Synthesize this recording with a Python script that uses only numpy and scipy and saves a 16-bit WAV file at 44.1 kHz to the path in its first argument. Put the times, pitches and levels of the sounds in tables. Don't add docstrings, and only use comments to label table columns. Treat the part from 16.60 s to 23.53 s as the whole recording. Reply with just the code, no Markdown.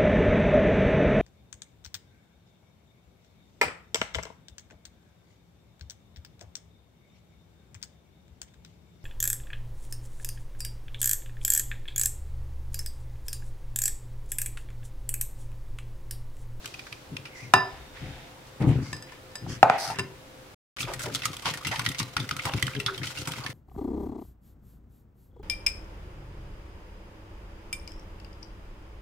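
import sys
import numpy as np
from scipy import signal
from scipy.fft import rfft, irfft, next_fast_len
from scipy.io import wavfile
from scipy.ndimage import uniform_filter1d

SR = 44100
rng = np.random.default_rng(int(sys.argv[2]) if len(sys.argv) > 2 else 0)


def bounce(signal):
    frames = np.transpose(np.atleast_2d(signal))
    limited = np.clip(frames, -1, 1)
    pcm = np.round(limited * 32767).astype(np.int16)
    wavfile.write(sys.argv[1], SR, pcm)


def boost_factor(decibels):
    exponent = np.asarray(decibels, float) / 20
    return 10 ** exponent


N = 305613
FAST = next_fast_len(N)

SCENE_CHANGE = (3.946, 4.1645)
# frequency in Hz, width in Hz, level in dB.
WET_BOWL = [(943, 200, -2.5), (1250, 64, -3), (1420, 215, 6.5), (2060, 390, 5), (2500, 440, 1),
            (3035, 470, -0.5), (3590, 240, -7), (4460, 1000, -7.5)]
# frequency in Hz, width in Hz, level in dB.
COUNTER = [(100.7, 8.3, 8), (123.7, 20.4, 20), (147, 17, 8), (200, 62, -16), (217, 18, 3), (262, 20, 6),
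           (350, 16, -19)]


def evened(x):
    return x / np.sqrt(np.mean(x ** 2) + 1e-20)


def read(points, hz):
    f, value = np.transpose(points)
    return np.interp(np.log(hz + 1), np.log(f + 1), value)


def curves(table):
    s, *columns = np.transpose(table)
    return [np.interp(np.arange(N) / SR, s, c) for c in columns]


def add(mix, s, sound):
    part = mix[:, round(s * SR):][:, :sound.shape[1]]
    part += sound[:, :part.shape[1]]


def band(x, lo_hz, hi_hz):
    return signal.sosfilt(signal.butter(3, [lo_hz, hi_hz], "bandpass", fs=SR, output="sos"), x)


def resonate(x, hz, width):
    r = np.exp(-np.pi * width / SR)
    feedback = [1, -2 * r * np.cos(2 * np.pi * hz / SR), r * r]
    return signal.lfilter([(1 - r * r) / 2, 0, (r * r - 1) / 2], feedback, x)


def body(x, modes):
    return sum(boost_factor(db) * resonate(x, hz, width) for hz, width, db in modes)


def grit(per_s, spread_db):
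    out = np.zeros((2, N))
    at = np.flatnonzero(rng.random(N) < per_s / SR)
    size = boost_factor(spread_db * np.minimum(rng.exponential(1, len(at)), 4))
    out[:, at] = size * rng.standard_normal((2, len(at)))
    return out


def thump(t):
    push = np.minimum(t / 0.0036, 1) * boost_factor(-60 * t / 0.0098)
    low = body(push * [[1], [.3]], COUNTER)
    return low / abs(low).max() * np.hanning(2 * len(t))[len(t):]


def pushes(rows, fall_db_s):
    rise_s = .018
    t = np.arange(0, N / SR + .01, .001)
    level = np.zeros(len(t))
    for s, db, held in rows:
        rise = np.clip((t - s) / rise_s, 0, 1) ** 2
        level += rise * boost_factor(db - fall_db_s * np.maximum(t - s - held, 0))
    return np.interp(np.arange(N) / SR, t, level)


def air():
    # frequency in Hz, level in dB per Hz.
    tone = [(25, -23.5), (102, -10), (140, -20), (335, -11), (650, -14.5), (1040, -16.5), (3620, -23.5),
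            (16000, -38)]
    # frequency in Hz, likeness of left and right as a share.
    alike = [(60, 1), (240, 0.69), (950, 0.16), (3770, -1.4), (15000, 0.38)]
    # frequency in Hz, width in Hz, level in dB.
    fridge = [(130.7, 2.6, -69), (288.2, 8, -67.5), (519.5, 3, -60)]
    hz = np.fft.rfftfreq(FAST, 1 / SR)
    a, b = rfft(rng.standard_normal((2, FAST)))
    same = np.clip(read(alike, hz), 0, 1)
    z = np.array([a, same * a + np.sqrt(1 - same ** 2) * b]) * boost_factor(read(tone, hz))
    hum = 0
    for f, width, db in fridge:
        hum = hum + boost_factor(db) * evened(resonate(resonate(rng.standard_normal(N), f, width), f, width))
    return boost_factor(-51.5 + 1.46) * evened(irfft(z, FAST)[:, :N]) + hum


def slides(rows, slips):
    share, longest_s = .3, .04
    out = np.zeros((2, N))
    for s, length, db, hz, width in rows:
        u = np.arange(round(length * SR)) / (length * SR)
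        rising = min(share, longest_s / length)
        swell = np.sin(np.pi / 2 * np.minimum(u / rising, (1 - u) / (1 - rising)))
        rub = slips[:, round(s * SR):][:, :len(u)]
        add(out, s, boost_factor(db + 2.5) * swell * evened(resonate(resonate(rub, hz, width), hz, 2.12 * width)))
    return out


def handling():
    # start in seconds, length in seconds, level in dB, centre in Hz, width in Hz.
    rows = [(0, .52, -57.5, 3000, 3700), (.74, .18, -57.5, 5300, 2100), (1.33, .48, -52, 1300, 1630),
            (1.4, .6, -57, 750, 350), (1.995, .19, -39.5, 720, 260), (1.995, .17, -29, 225, 110),
            (2.21, .2, -56, 4900, 2000), (2.21, .12, -63, 4700, 300), (2.235, .1, -58, 2100, 120),
            (2.0, .06, -46, 1750, 500), (2.06, .12, -46, 1600, 1300), (2.14, .25, -53, 1100, 1000),
            (1.0, .35, -55, 1500, 1500), (3.24, .1, -44, 1300, 250), (2.065, .07, -57, 5000, 4000),
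            (2.0, .04, -61, 8000, 4000), (1.862, .04, -62, 3000, 4000), (.79, .1, -57, 2450, 300),
            (2.87, .12, -54, 3000, 1000), (3.1, .11, -33, 800, 110), (3.295, .06, -38, 860, 130),
            (3.1, .1, -46, 1900, 600), (2.46, .14, -56.5, 2100, 1100), (2.875, .11, -48.5, 4600, 2000),
            (2.874, .13, -48.5, 1500, 1500), (3.2, .12, -39, 810, 150), (3.06, .42, -42.5, 1500, 1000),
            (3.172, .19, -39, 4700, 2100), (3.17, .19, -48, 7900, 3500), (1.05, 1.2, -68, 3630, 40)]
    return slides(rows, grit(12000, 1.5))


def wires():
    # start in seconds, peak in dB, ring in Hz, fade to -60 dB in seconds.
    ticks = [(0.042, -39.5, 1500, .071), (0.1371, -35.5, 2500, .064), (0.19, -35, 2450, .039),
             (0.2647, -40.5, 1600, .063), (0.3227, -30.5, 2380, .029), (0.5646, -29.5, 2510, .017),
             (0.6514, -37, 2400, .11), (2.0193, -38, 1880, .033)]
    # start in seconds, peak in dB, ring in Hz, fade to -60 dB in seconds.
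    clicks = [(0.0565, -31, 2770, .031), (0.0744, -40, 2490, .033), (4.3348, -29.5, 1840, .055),
              (4.3923, -32, 1500, .18), (4.547, -27, 3410, .07), (4.6537, -22, 1290, .044),
              (4.73, -36.5, 1100, .06), (4.766, -33.5, 3360, .024), (4.821, -39, 1120, .12),
              (4.9365, -30, 1850, .07), (4.972, -34, 1390, .05), (5.0678, -27, 2760, .09),
              (5.1921, -21, 1090, .055), (5.287, -29, 3500, .04), (5.428, -32, 4000, .025),
              (5.3155, -31, 2040, .027), (5.6895, -27.5, 2080, .02), (5.7643, -29.5, 1300, .037),
              (5.852, -25.5, 1420, .054), (6.0241, -18.5, 2050, .03), (6.067, -26, 3000, .025),
              (6.1985, -26.5, 2680, .06), (6.3769, -34.5, 3200, .04), (6.4687, -32, 3060, .072),
              (6.6722, -30.5, 1390, .11), (6.7175, -31, 3300, .026), (6.899, -39, 2020, .05)]
    # start in seconds, peak in dB, ring in Hz, fade to -60 dB in seconds.
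    beats = [(4.166, -36, 1340, .046), (4.1836, -35, 2280, .13), (4.2027, -27.5, 2660, .064),
             (4.2266, -28.5, 3420, .071), (4.279, -40, 1000, .18), (4.6177, -30, 2680, .049),
             (4.6317, -31, 1960, .14), (4.8537, -23.5, 1010, .18), (5.0468, -28, 2060, .087),
             (5.1127, -27.5, 1880, .18), (5.1571, -26.5, 1840, .06), (5.2605, -18.5, 1930, .043),
             (5.3446, -32, 2060, .06), (5.398, -24.5, 1130, .076), (5.565, -16.5, 1326, .047),
             (5.599, -27, 3480, .08), (5.7088, -21.5, 1250, .032), (5.788, -32, 1400, .05),
             (5.9343, -23, 1060, .03), (5.9805, -32.5, 2250, .081), (6.0788, -31, 1410, .021),
             (6.1477, -31, 1660, .07), (6.2605, -16.5, 3450, .05), (6.3433, -35, 3600, .052),
             (6.4306, -30.5, 2180, .1), (6.4404, -33, 1420, .075), (6.5708, -32, 2790, .1),
             (6.6527, -36, 3080, .04), (6.7346, -32, 1320, .06), (6.8613, -26.5, 1800, .03)]
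    # treble in dB against the body, rise in seconds.
    slow = (-13, .004)
    bare = (-2.5, .0018)
    cushioned = (-16, .0025)
    out, t = np.zeros((2, N)), np.arange(4000) / SR
    kinds = (ticks, slow), (clicks, bare), (beats, cushioned)
    rows = [(*row, *kind) for table, kind in kinds for row in table]
    push = thump(t)
    chance = rng.standard_normal((len(rows), 3, len(t)))
    spots = rng.standard_normal((len(rows), len(WET_BOWL)))
    for (s, db, hz, t60, treble_db, rise), draw, spot in zip(rows, chance, spots):
        after = np.maximum(t - rise, 0)
        fade = boost_factor(-60 * after / max(t60, .008)) + 0.5 * boost_factor(-60 * after / .012)
        flurry = draw[:2] * boost_factor(3.13 * draw[2]) * np.minimum(t / rise, 1) ** 2 * fade
        bowl = body(flurry, [(f, w, g + 3.6 * a) for (f, w, g), a in zip(WET_BOWL, spot)])
        low = band(evened(bowl) + evened(resonate(flurry, hz, 135)), 980, 11800)
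        high = resonate(flurry, 6400, 4000) + 0.9 * resonate(flurry, 7940, 270)
        high = band(high, 5300, 15500)
        tick = low / abs(low[0]).max() + boost_factor(treble_db) * high / abs(high[0]).max()
        add(out, s, boost_factor(db + 5.0) * (tick + boost_factor(-18) * push))
    return out


def counter():
    # start in seconds, level in dB, hold in seconds.
    jolts = [(.49, -40, .06), (.81, -44, .05), (.94, -36, .04), (1.4, -39, .08), (1.995, -21, .05),
             (2.06, -20, .055), (2.15, -30, .04), (2.3, -43, .05), (2.805, -36, .12), (3.04, -46, .05),
             (3.27, -44, .06), (3.375, -35, .03)]
    # start in seconds, level in dB, hold in seconds.
    strokes = [(4.19, -39, .06), (4.32, -42, .05), (4.43, -41, .12), (4.66, -41, .04), (4.85, -37, .07),
               (5.05, -37, .05), (5.17, -39, .05), (5.26, -37, .04), (5.385, -35, .05), (5.56, -35, .07),
               (5.705, -36, .03), (5.84, -36, .04), (5.93, -28, .03), (6.02, -31, .04), (6.14, -34, .05),
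               (6.37, -38, .08), (6.57, -38, .04), (6.66, -36, .03), (6.76, -42, .04), (6.84, -41, .05)]
    # start in seconds, level in dB, hold in seconds.
    nudges = [(1.12, -44, .08), (1.27, -50, .05), (1.4, -39, .09), (1.54, -48, .03), (2.0, -43, .2),
              (2.85, -50, .1), (4.2, -48, .2)]
    boom = band(body(grit(400, 1.28), COUNTER), 65, 400)
    boom = boom / np.sqrt(uniform_filter1d(uniform_filter1d(boom ** 2, 2600), 2600) + 1e-9)
    sway = band(rng.standard_normal((2, N)), 24, 76)
    sway = sway / np.sqrt(uniform_filter1d(sway ** 2, 8000) + 1e-12)
    shoves = boost_factor(-58) + pushes(jolts, 190) + pushes(strokes, 300)
    return shoves * boom + boost_factor(-5.1) * (boost_factor(-57) + pushes(nudges, 200)) * sway


def singing(path, width_hz, edge_s):
    hz, db = curves(path)
    slow = signal.lfilter([1], [1, -np.exp(-np.pi * width_hz / SR)], rng.standard_normal((2, 2, N)))
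    tone = ((slow[0] + 1j * slow[1]) * np.exp(2j * np.pi * np.cumsum(hz) / SR)).real
    t = np.arange(N) / SR
    inside = np.clip(np.minimum(t - path[0][0], path[-1][0] - t) / edge_s, 0, 1)
    return boost_factor(db) * inside * evened(tone)


def squeak():
    # time in seconds, pitch in Hz, level in dB.
    path = [(0.68, 2000, -60), (0.74, 2130, -52), (0.79, 2000, -47), (0.83, 2150, -50), (0.92, 2050, -57)]
    return singing(path, 70, .04)


def struck(hits, modes_hz, modes, crack_db, crack_hz, blow):
    out, t = np.zeros((2, N)), np.arange(11000) / SR
    hz, (db, t60) = np.array(modes_hz)[:, None], np.transpose(modes)[:, :, None]
    spots = rng.standard_normal((len(hits), 3, len(modes), 1))
    cracks = rng.standard_normal((len(hits), 2, 2000))
    for (s, peak_db, hard_db, damping), (spot, turn, split), crack in zip(hits, spots, cracks):
        level_db = db + hard_db * np.log2(hz / 1000) + 0.61 * spot
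        fade = boost_factor(level_db - 60 * damping * t / t60) * np.minimum(t / .0012, 1)
        fade = fade * (1 + 0.45 * np.cos(2 * np.pi * 0.0083 * hz * (1 + .12 * split) * t + 0.3 * turn))
        fade = fade * (1 + blow * boost_factor(-60 * t / 0.035))
        spin = fade * np.exp(2j * np.pi * hz * t)
        side = spin * np.exp(1j * (np.pi / 2 + 0.4 * turn))
        ring = np.array([spin.sum(0).imag, side.sum(0).imag])
        crack = signal.lfilter([1], [1, -np.exp(-2 * np.pi * crack_hz / SR)], crack)
        crack = band(crack * boost_factor(-60 * t[:2000] / 0.029), 520, 10000)
        add(out, s, boost_factor(peak_db) * band(ring / abs(ring[0]).max(), 390, 15000))
        add(out, s, boost_factor(peak_db + crack_db + .5 * hard_db) * crack / abs(crack[0]).max())
        add(out, s, boost_factor(peak_db - 13.5) * band(thump(t[:5000]), 210, 700))
    return out


def tin():
    # start in seconds, peak in dB, hardness in dB per octave, damping as a factor.
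    knocks = [
        (0.937, 2, 2.5, 1.0),
        (2.864, -33, -10.5, 1.5),
        (3.029, 7, -2.5, 2),
        (3.098, -1.5, 1.5, 1.7),
        (3.3, -20, -4, 1.1),
    ]
    modes_hz = [520, 700, 745, 775, 860, 1090, 1244, 1330, 1950, 2400, 3640, 4900]
    # level in dB, fade to -60 dB in seconds.
    modes = [(-16, 0.027), (-24, 0.048), (0.5, 0.057), (-11.5, .2), (-9.5, 0.068), (-17.5, 0.27),
             (-12, 0.058), (4.5, 0.017), (-11, 0.04), (-8, 0.025), (-13.5, 0.013), (-20, .015)]
    return struck(knocks, modes_hz, modes, -23.5, 1000, 3.5)


def rim():
    # start in seconds, peak in dB, hardness in dB per octave, damping by hand and batter as a factor.
    hits = [(0.9374, -4, -5, 1.15)]
    # start in seconds, peak in dB, hardness in dB per octave, damping as a factor.
    taps = [(2.3294, -24.5, 2, 1.2), (2.365, -37, 5, 1.5), (2.4238, -36, 6, 1.5), (2.5205, -38, -3, 1.5),
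            (2.716, -44, -3, 2), (2.7546, -28, 6, 1.2)]
    # start in seconds, peak in dB, hardness in dB per octave, damping as a factor.
    drops = [(3.302, -31, 3, 2), (3.358, -33, 0, 2), (3.3864, -20, 0, 2), (3.3937, -17, 1, 2),
             (3.4024, -27, 2, 2)]
    modes_hz = [385, 1001, 1480, 1757, 2713, 3785, 5020, 6390, 7940, 9660, 11500]
    # level in dB, fade to -60 dB in seconds.
    free = [(-17, 0.44), (1, 0.36), (-12, 0.15), (4, 0.36), (-3, 0.33), (-8, 0.3), (-3, 0.4), (-17, .2),
            (-11, .17), (-22, 0.13), (-21, 0.06)]
    # level in dB, fade to -60 dB in seconds.
    held = [(-25, 0.3), (-3, 0.24), (-20, 0.1), (1, 0.24), (-13, 0.2), (-14, 0.12), (-4, 0.27), (-13, .15),
            (-9, .16), (-24, 0.1), (-22, 0.06)]
    # level in dB, fade to -60 dB in seconds.
    wet = [(-2, 0.6), (-1, 0.35), (-2, 0.1), (-1, 0.13), (-2, 0.28), (-14, 0.13), (-7, 0.25), (-17, .15),
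           (-15, .12), (-23, 0.1), (-24, 0.054)]
    ring = struck(hits, modes_hz, free, -4.5, 3000, 0.7)
    ring += struck(taps, modes_hz, held, -4.5, 2600, 1.3)
    return ring + struck(drops, modes_hz, wet, -5.5, 2100, 1.3)


def rubbing():
    # time in seconds, scrape level in dB.
    pressure = [(4.35, -48), (4.61, -46.5), (4.82, -52), (4.91, -41), (5.03, -48), (5.27, -41), (5.55, -55),
                (5.6, -48.5), (5.77, -48), (5.95, -41), (6.2, -50), (6.36, -45), (6.41, -52), (6.5, -44),
                (6.64, -48), (6.8, -43), (6.93, -47)]
    drift = uniform_filter1d(uniform_filter1d(rng.standard_normal(N), 500), 300)
    slips = boost_factor(4.2 * evened(drift)) * grit(5000, 2.1)
    mix = evened(body(slips, WET_BOWL))
    mix = mix + 0.2 * evened(resonate(slips, 3330, 4700)) + 0.16 * evened(resonate(slips, 580, 750))
    return boost_factor(curves(pressure)[0] - 2.0) * mix * (np.arange(N) / SR > SCENE_CHANGE[0])


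def scrapes():
    # start in seconds, length in seconds, level in dB, centre in Hz.
    rows = [(4.19, .055, -40.5, 4500), (4.415, .04, -41, 4470), (4.535, .035, -36.5, 3970),
            (4.646, .026, -37, 3930), (4.845, .085, -36.5, 1910), (5.383, .032, -34, 3330),
            (6.425, .12, -46, 3020), (6.57, .068, -45.5, 3500)]
    return slides([(*row, 1.42 * row[-1]) for row in rows], grit(5000, 4.2))


def blips():
    # start in seconds, peak in dB, ring in Hz.
    rows = [(4.251, -29, 2400), (4.407, -30, 1500), (4.441, -28, 1390), (4.469, -33, 1750),
            (4.499, -31, 1390), (4.557, -21, 3660), (4.679, -33, 3490), (4.874, -28, 958),
            (5.011, -33, 1100), (5.025, -31, 1250), (5.127, -24, 1850), (5.214, -26, 2170),
            (5.419, -30, 2080), (5.579, -24, 1900), (5.644, -31, 1390), (5.724, -31, 3200),
            (5.795, -22, 2120), (5.809, -31, 3300), (5.867, -25, 1030), (5.894, -28, 2900),
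            (5.919, -27, 3000), (6.027, -17, 3250), (6.08, -20, 1410), (6.115, -31, 1420),
            (6.135, -31, 2430), (6.164, -29, 2990), (6.284, -21, 1270), (6.297, -23, 1410),
            (6.322, -32, 1420), (6.416, -31, 1800), (6.504, -31, 1350), (6.599, -31, 3270),
            (6.689, -31, 902), (6.759, -31, 2220), (6.784, -34, 950), (6.839, -30, 4500),
            (6.871, -30, 2200)]
    rise_s, t60_s, width = .003, .035, .17
    out, t = np.zeros((2, N)), np.arange(2500) / SR
    shape = np.minimum(t / rise_s, 1) ** 2 * boost_factor(-60 * t / t60_s)
    for (s, db, hz), draw in zip(rows, rng.standard_normal((len(rows), 2, len(t)))):
        ring = resonate(resonate(shape * draw, hz, width * hz), hz, 3.0 * width * hz)
        add(out, s - rise_s, boost_factor(db - 4.5) * ring / abs(ring[0]).max())
    return out


def bubbles():
    t = np.arange(1200) / SR
    out = np.zeros((2, N))
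    for hz in np.geomspace(330, 1500, num=7):
        plop = np.sin(2 * np.pi * hz * t * (1 + 5.34 * t)) * t * np.exp(-t * hz / 2.8)
        out += signal.oaconvolve(grit(45, 2.1), [plop], axes=1)[:, :N] * hz
    return out


def sloshes():
    # start in seconds, length in seconds, level in dB, centre in Hz, width in Hz.
    rows = [(4.265, .08, -38, 520, 700), (4.43, .1, -43.5, 330, 350), (4.85, .059, -33, 900, 700),
            (5.108, .05, -36.5, 840, 300), (5.845, .066, -35.5, 720, 800), (4.46, .05, -46, 420, 250),
            (5.89, .06, -44, 750, 400), (6.66, .05, -47, 900, 300), (6.278, .027, -34, 1350, 300),
            (6.8, .09, -43.5, 1000, 400)]
    return slides(rows, evened(bubbles()) + 3.5 * evened(grit(4000, 1.8)))


def bowl_hum():
    # time in seconds, pitch in Hz, level in dB.
    path = [(6.13, 420, -48), (6.2, 410, -44), (6.26, 390, -50), (6.31, 385, -41), (6.41, 375, -50)]
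    return singing(path, 12, .02)


def ports(x):
    # frequency in Hz, side against mid in dB.
    side_gain = [(100, -27.5), (400, -13.5), (1000, -7.5), (2500, -1), (6000, -0.5)]
    # frequency in Hz, share of the mid that leans left.
    lean = [(60, .25), (150, 0.22), (350, .05), (1000, 0.005)]
    hz = np.fft.rfftfreq(FAST, 1 / SR)
    mid, other = rfft(x, FAST)
    side = irfft(boost_factor(read(side_gain, hz)) * other + read(lean, hz) * mid, FAST)[:N]
    return np.array([x[0] + side, x[0] - side])


def kitchen(x):
    # frequency in Hz, fade to -60 dB in seconds.
    fade = [(125, 0.25), (500, 0.6), (1400, 0.32), (4000, 0.27), (8000, 0.18), (14000, 0.24)]
    taps = np.zeros((2, SR // 2))
    at = np.arange(200, SR // 2 - 20, 20) + rng.integers(0, 20, (2, (SR // 2 - 201) // 20))
    np.put_along_axis(taps, at, rng.choice([-1., 1.], at.shape), 1)
    hz, t, z = signal.stft(taps, SR, nperseg=256)
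    tail = signal.istft(z * boost_factor(-60 * t / read(fade, hz)[:, None]), SR, nperseg=256)[1]
    tail = tail + .5 * tail[::-1]
    return signal.fftconvolve(x[None], tail / np.linalg.norm(tail[0]), axes=1)[:, :N]


def scene():
    whisking = wires() + scrapes() + blips() + sloshes()
    knocks = tin() + rim()
    near = whisking + knocks + handling() + counter() + squeak() + rubbing() + bowl_hum()
    return ports(near) + kitchen(boost_factor(-10.5) * whisking[0] + boost_factor(-10) * knocks[0]) + air()


def roll_off(x):
    return signal.sosfilt(signal.butter(12, 16490, fs=SR, output="sos"), x)


def record(dry):
    t = np.arange(N) / SR
    power_db = 10 * np.log10(signal.lfilter([.01], [1, -.99], (dry ** 2).mean(0)) + 1e-12)
    held_db = np.maximum.accumulate(power_db + 39.97 * t) - 41.6 * t
    over_db = signal.lfilter([.004], [1, -.996], np.maximum(held_db + 4, 0))
    x = np.clip(dry / boost_factor(1.2 * over_db), -1, 1)
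    x = signal.oaconvolve(x, signal.firwin(255, 15900, fs=SR)[None], "same")
    x = x * np.where(t > SCENE_CHANGE[1], 1, np.clip((SCENE_CHANGE[0] - t) / .002, 0, 1))
    return roll_off(x)


dry = scene()
out = record(dry)
bounce(out)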